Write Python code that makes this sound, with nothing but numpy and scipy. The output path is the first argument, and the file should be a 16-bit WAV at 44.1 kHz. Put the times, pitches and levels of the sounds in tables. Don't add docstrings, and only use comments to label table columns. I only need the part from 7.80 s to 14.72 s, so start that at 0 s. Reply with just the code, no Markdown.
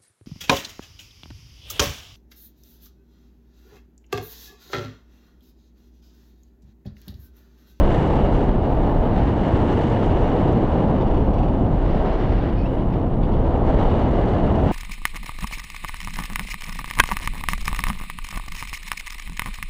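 import sys
import numpy as np
from scipy import signal
from scipy.fft import rfft, irfft, next_fast_len
from scipy.io import wavfile
from scipy.ndimage import uniform_filter1d, minimum_filter1d, map_coordinates

SR = 44100
rng = np.random.default_rng(int(sys.argv[2]) if len(sys.argv) > 2 else 0)


def dump(signal):
    limited = np.clip(np.atleast_2d(signal).T, -1, 1)
    pcm = np.round(limited * 32767).astype(np.int16)
    wavfile.write(sys.argv[1], SR, pcm)


N = 305172

# frequency in Hz, relative density in dB.
BUFFET_SPECTRUM = [(10, -29.5), (22, -5), (33, -4.5), (50, -7), (75, -15.5), (130, -32), (300, -87)]
THROB_SPECTRUM = [(30, -37), (65, -0.5), (90, -0.5), (200, -4), (300, -8), (500, -25.5), (1000, -87.5)]
ROAR_SPECTRUM = [(120, -31), (260, -2), (350, 0), (720, -3.5), (920, -8), (1290, -20), (2000, -42),
                 (4000, -100)]
HISS_SPECTRUM = [(500, -20), (1200, -1.5), (1700, -1.5), (2100, -5.5), (2500, -10), (3500, -13.5),
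                 (4500, -21.5), (5000, -27.5), (6000, -35.5), (9000, -81.5)]
FIZZ_SPECTRUM = [(2500, -32.5), (4500, -5.5), (6000, -1.5), (7000, -4.5), (7900, -6), (8500, -9.5),
                 (9500, -11.5), (12000, -25.5), (16000, -49)]
SHEEN_SPECTRUM = [(8000, -34), (10500, -1), (12500, -6), (14200, -4), (14600, -30)]
SIZZLE_SPECTRUM = [(9000, -30), (11000, -7), (12500, -2), (14800, 0), (15300, -10)]
SNAP_SPECTRUM = [(3000, -24), (5500, -1), (7000, 2), (9000, -8), (12000, -15), (14000, -26), (16000, -49)]
CLOTH_SPECTRUM = [(1000, -30), (2000, -3), (2800, 0), (3500, -3), (4100, -13), (5600, -20), (6200, -31),
                  (12000, -70)]
GUST_SPECTRUM = [(1500, -9.5), (2500, 4.5), (3500, -1.5), (4500, 0.5), (5700, -5), (6500, -20),
                 (9000, -45.5)]
# frequency in Hz, width in Hz, gain in dB, all before squaring.
BUCKLE_MODES = [(2580, 280, 0), (2900, 280, -1), (3350, 320, -1), (4450, 340, -3.5), (5430, 380, -10),
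                (6550, 400, -19)]
GRIT_MODES = [(4550, 400, 0), (5050, 400, -3)]
# time in seconds, then buffet, throb and roar levels in dB.
LOW_LEVELS = [(0, -19.5, -19, -19), (.75, -20.5, -20.5, -24.5), (1.3, -21, -20.5, -23.5),
              (1.7, -25, -19.5, -22), (2.3, -21, -21, -22), (2.7, -23.5, -20.5, -22.5),
              (3.1, -25, -18.5, -23), (3.5, -19, -20.5, -24), (4.0, -21.5, -21, -27.5),
              (4.15, -22.5, -20.5, -24), (4.27, -25, -21.5, -23), (4.38, -22, -21, -27.5),
              (4.5, -21, -20.5, -26), (4.75, -22, -22.5, -29), (5.0, -20, -21, -29.5),
              (5.25, -22.5, -22, -27.5), (5.5, -21, -21.5, -26.5), (5.95, -20.5, -20, -21.5),
              (6.92, -22.5, -19.5, -22.5)]
# time in seconds, buffet boost in dB.
THUMPS = [(.02, 10.5), (1.39, 6), (4.18, 4.5), (4.94, 4), (5.38, 5.5), (5.9, 4)]
# time in seconds, depth in dB (negative swells).
THROB_DIPS = [(4.15, -3.5), (4.21, 5.5), (4.35, 11.5), (4.93, 4), (5.06, 2.5)]
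# time in seconds, rush in dB, treble over rush in dB.
AIRFLOW = [(0, -38.5, -22.5), (.15, -38, -22.5), (.42, -40.5, -25), (.56, -40.5, -22.5), (.67, -43, -27),
           (.76, -45.5, -26), (1.25, -44.5, -25.5), (1.38, -39.5, -26.5), (1.57, -44.5, -25),
           (1.66, -40.5, -25.5), (1.85, -40.5, -23), (2.25, -41, -23), (2.75, -42.5, -26),
           (3.0, -44.5, -25.5), (3.4, -47, -26.5), (3.9, -49.5, -25), (4.08, -43.5, -26.5),
           (4.6, -42, -29.5), (4.78, -48.5, -26.5), (5.25, -50.5, -26.5), (5.38, -52, -26.5),
           (5.6, -49, -26), (5.83, -45, -27), (5.93, -40, -25), (6.74, -43, -25), (6.84, -42.5, -23),
           (6.92, -38, -21.5)]
# time in seconds, depth in dB.
TREBLE_DIPS = [(.49, 6), (.78, 4), (.92, 1.5), (1.31, 6.5), (5.4, 6), (5.81, 5), (6.29, 4)]
# time in seconds, level in dB.
SHEEN_LEVELS = [(0, -81), (.5, -88.5), (2.8, -83.5), (3.6, -82), (5.8, -80), (6, -86.5), (6.92, -85)]
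# start in seconds, end in seconds, level in dB.
SIZZLE_SWELLS = [(.84, 1.33, -71), (6.72, 7.1, -73)]
# time in seconds, relative level in dB.
SNAPS = [(0.1241, -43), (0.1446, -42), (0.181, -47), (0.195, -48), (0.227, -49), (0.262, -49),
         (0.2753, -45), (0.4494, -50.5), (0.4794, -56), (0.5172, -51), (0.5377, -49), (0.5694, -53),
         (0.5894, -50), (0.6094, -51), (0.6459, -54), (0.8255, -56), (0.8594, -58), (0.9622, -57),
         (1.3633, -55), (1.6626, -52), (1.6796, -46), (1.7719, -49), (1.9265, -47), (1.947, -50),
         (2.0981, -49), (2.2608, -45), (2.4433, -47), (2.4798, -51), (2.5381, -55), (2.7242, -46.5),
         (2.7726, -50), (5.776, -51), (5.8651, -54), (6.0003, -54), (6.0377, -47), (6.2023, -51),
         (6.2881, -53), (6.3131, -49), (6.3949, -52), (6.4602, -51), (6.839, -50)]
# start in seconds, peak in dB, buckle over cloth in dB.
RUSTLES = [(3.19, -53, -8), (3.208, -48, -6), (3.266, -57, 3), (3.304, -58, 3), (3.34, -52, -2),
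           (3.366, -55, 2), (3.395, -52, -8), (3.532, -48, -3), (3.579, -50, -3), (3.606, -55, -8),
           (3.627, -52, -2), (3.655, -58, -4), (3.677, -53, -3), (3.95, -56, -3), (4.722, -54, -8),
           (4.896, -57, -10), (5.12, -50.5, -10), (5.134, -52.5, -10), (5.405, -57, -16),
           (5.428, -48.5, -13), (5.444, -54, -12), (5.517, -51.5, -12), (5.53, -52.5, -9),
           (5.565, -54, -10), (5.871, -56, -12)]
# start and length in seconds, start and end pitch in Hz, level in dB,
# octave over tone in dB.
CHIRPS = [(4.77, .028, 2440, 2520, -47, -23), (4.801, .022, 2450, 2540, -45, -22),
          (4.825, .014, 2500, 2440, -51, -20), (4.843, .031, 2350, 2800, -46, -21),
          (4.884, .016, 2800, 2930, -50, -26), (4.906, .01, 2900, 2800, -55, -20),
          (4.944, .013, 3000, 2900, -52.5, -30), (4.963, .01, 2950, 2920, -54, -30),
          (4.98, .014, 3250, 3320, -53.5, -30), (5.022, .015, 2860, 2900, -52, -30)]


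def amp(db):
    return 10 ** (np.asarray(db) / 20)


def unit(x):
    return x / np.sqrt(np.mean(x ** 2) + 1e-20)


def curves(rows):
    times_s, *columns = np.transpose(rows)
    return [np.interp(np.arange(N) / SR, times_s, column) for column in columns]


def wobble(rate_hz):
    return map_coordinates(rng.standard_normal(4000), [np.arange(N) * rate_hz / SR], mode="wrap")


def bumps(rows, half_width_s):
    t = np.arange(N) / SR
    return sum(db * np.exp(-((t - at_s) / half_width_s) ** 2) for at_s, db in rows)


def span(start_s, end_s, db, edge_s):
    t = np.arange(N) / SR
    return amp(db) * np.clip(np.minimum(t - start_s, end_s - t) / edge_s, 0, 1)


def filtered(x, response):
    size = next_fast_len(N + SR // 2)
    return irfft(rfft(x, size) * response(np.fft.rfftfreq(size, 1 / SR)), size)[..., :N]


def coloured(x, spectrum):
    hz, db = np.transpose(spectrum)
    return unit(filtered(x, lambda f: amp(np.interp(np.log(f + 1), np.log(hz + 1), db))))


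def resonant_noise(modes, flutter_db=0):
    def response(f):
        return sum(amp(db) * 1j * f * width_hz / (hz * hz - f * f + 1j * f * width_hz)
                   for hz, width_hz, db in modes)
    return unit(filtered(amp(flutter_db) * rng.standard_normal(N), lambda f: response(f) ** 2))


def patchy_noise(spectrum, patch_db, flutter_db):
    bins = signal.stft(rng.standard_normal(N), nperseg=512)[2]
    patches = uniform_filter1d(rng.standard_normal(bins.shape), size=6, axis=0)
    patches = unit(uniform_filter1d(patches, size=10, axis=1))
    noise = signal.istft(bins * amp(patch_db * patches), nperseg=512)[1][:N]
    return coloured(noise * amp(flutter_db), spectrum)


def low_wind(bursts_db):
    buffet_db, throb_db, roar_db = curves(LOW_LEVELS)
    buffet_db += bumps(THUMPS, half_width_s=.065)
    throb_db -= bumps(THROB_DIPS, half_width_s=.052)
    buffet = patchy_noise(BUFFET_SPECTRUM, patch_db=-.15, flutter_db=.18 * wobble(3.3))
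    throb = patchy_noise(THROB_SPECTRUM, patch_db=.04, flutter_db=.07 * bursts_db + .67 * wobble(7))
    roar = patchy_noise(ROAR_SPECTRUM, patch_db=.48, flutter_db=.38 * bursts_db + .8 * wobble(6))
    return amp(buffet_db) * buffet + amp(throb_db) * throb + amp(roar_db) * roar


def edge_spits(count):
    position, size = rng.random((count, 2)).T
    jumps_db = np.bincount((position * N).astype(int), 4 + 6 * size, N)
    return np.minimum(np.convolve(jumps_db, np.hanning(round(.003 * SR)), "same"), 9)


def fine_eddies(bursts_db, spits_db):
    rush_db, treble_db = curves(AIRFLOW)
    flow_db = rush_db - rush_db.mean()
    dip_db = bumps(TREBLE_DIPS, half_width_s=.03)
    fine_db = flow_db + treble_db - treble_db.mean() - dip_db
    jumps_db = spits_db * np.clip((fine_db + 8) / 9, .3, 1)
    hiss = patchy_noise(HISS_SPECTRUM, patch_db=.3, flutter_db=.72 * bursts_db + .23 * jumps_db)
    hiss *= amp(-42.5 + flow_db - .33 * dip_db)
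    flutter_db = .6 * bursts_db + 1.3 * wobble(300) + .75 * jumps_db + .4 * wobble(15)
    fizz = amp(-68.5 + fine_db) * patchy_noise(FIZZ_SPECTRUM, patch_db=.5, flutter_db=flutter_db)
    return hiss + fizz + port_cavity(fine_db, bursts_db)


def port_cavity(fine_db, bursts_db, mode_hz=2892, width_hz=350):
    ring = resonant_noise([(mode_hz, width_hz, 0)], flutter_db=.9 * bursts_db)
    return amp(-54 + .86 * fine_db) * ring


def sheen():
    swells = sum(span(*row, edge_s=.09) for row in SIZZLE_SWELLS)
    sizzle = patchy_noise(SIZZLE_SPECTRUM, patch_db=1.5, flutter_db=.5 * wobble(30))
    hiss = patchy_noise(SHEEN_SPECTRUM, patch_db=2, flutter_db=.3 * wobble(30))
    return amp(curves(SHEEN_LEVELS)[0]) * hiss + swells * sizzle


def port_snaps(half_width_s=.0009, trim_db=-6):
    times_s, levels_db = np.transpose(SNAPS)
    centres = np.round((times_s + 2 * half_width_s) * SR).astype(int)
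    impulses = np.bincount(centres, amp(levels_db + trim_db), N)
    envelope = np.convolve(impulses, np.hanning(round(3 * half_width_s * SR)), "same")
    return envelope * coloured(rng.standard_normal(N), SNAP_SPECTRUM)


def harness(rise_s=.007):
    t, rustle, shake = np.arange(N) / SR, np.zeros(N), np.zeros(N)
    for start_s, peak_db, buckle_db in RUSTLES:
        age = np.clip((t - start_s) / rise_s, 0, 90)
        puff = amp(peak_db) * age * np.exp(1 - age)
        rustle += puff
        shake += amp(buckle_db) * puff
    shiver = span(start_s=3.1, end_s=3.8, db=-67, edge_s=.1)
    buckle = resonant_noise(BUCKLE_MODES)
    cloth = patchy_noise(CLOTH_SPECTRUM, patch_db=3.5, flutter_db=1.5 * wobble(180))
    return rustle * cloth + (shake + shiver) * buckle


def side_gust(bursts_db):
    swish = patchy_noise(GUST_SPECTRUM, patch_db=.5, flutter_db=.5 * bursts_db)
    return span(start_s=3.93, end_s=4.75, db=-60.5, edge_s=.2) * swish


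def strap_squeak():
    t, chirps = np.arange(N) / SR, np.zeros(N)
    waver = 1 + .014 * wobble(500)
    rasp_db = 3.2 * wobble(300)
    breath = .9 + .4 * wobble(500)
    for start_s, length_s, from_hz, to_hz, level_db, octave_db in CHIRPS:
        progress = np.clip((t - start_s) / length_s, 0, 1)
        pitch_hz = from_hz + (to_hz - from_hz) * progress * (2 - progress)
        phase = 2 * np.pi * np.cumsum(pitch_hz * waver) / SR
        envelope = np.sqrt(np.abs(np.sin(np.pi * progress))) * (progress < 1)
        tone = np.sin(phase) + amp(octave_db) * breath * np.sin(2 * phase)
        chirps += amp(level_db + rasp_db) * envelope * tone
    grit = resonant_noise(GRIT_MODES, flutter_db=3 * wobble(200))
    return chirps + span(start_s=4.755, end_s=4.85, db=-62.5, edge_s=.02) * grit


def scene():
    bursts_db = .98 * wobble(45) + 1.57 * wobble(250)
    spits_db = edge_spits(count=90)
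    wind = low_wind(bursts_db) + fine_eddies(bursts_db, spits_db) + side_gust(bursts_db) + port_snaps()
    return (wind + harness() + strap_squeak())[None]


def record(dry):
    pivot_rms, ceiling, cutoff_hz = .13, .52, 15100
    rms = np.sqrt(np.abs(uniform_filter1d(dry ** 2, size=4000, axis=1)) + 1e-9)
    levelled = dry * (rms / pivot_rms) ** -.3
    needed_gain = np.minimum(1, ceiling / (np.abs(levelled) + 1e-9))
    held_gain = minimum_filter1d(needed_gain, size=600, axis=1)
    limited = levelled * uniform_filter1d(held_gain, size=300, axis=1)
    fade = np.minimum(1, np.arange(N)[::-1] / (.004 * SR))
    return filtered((limited + sheen()) * fade, lambda hz: hz < cutoff_hz)


dry = scene()
out = record(dry)
dump(out)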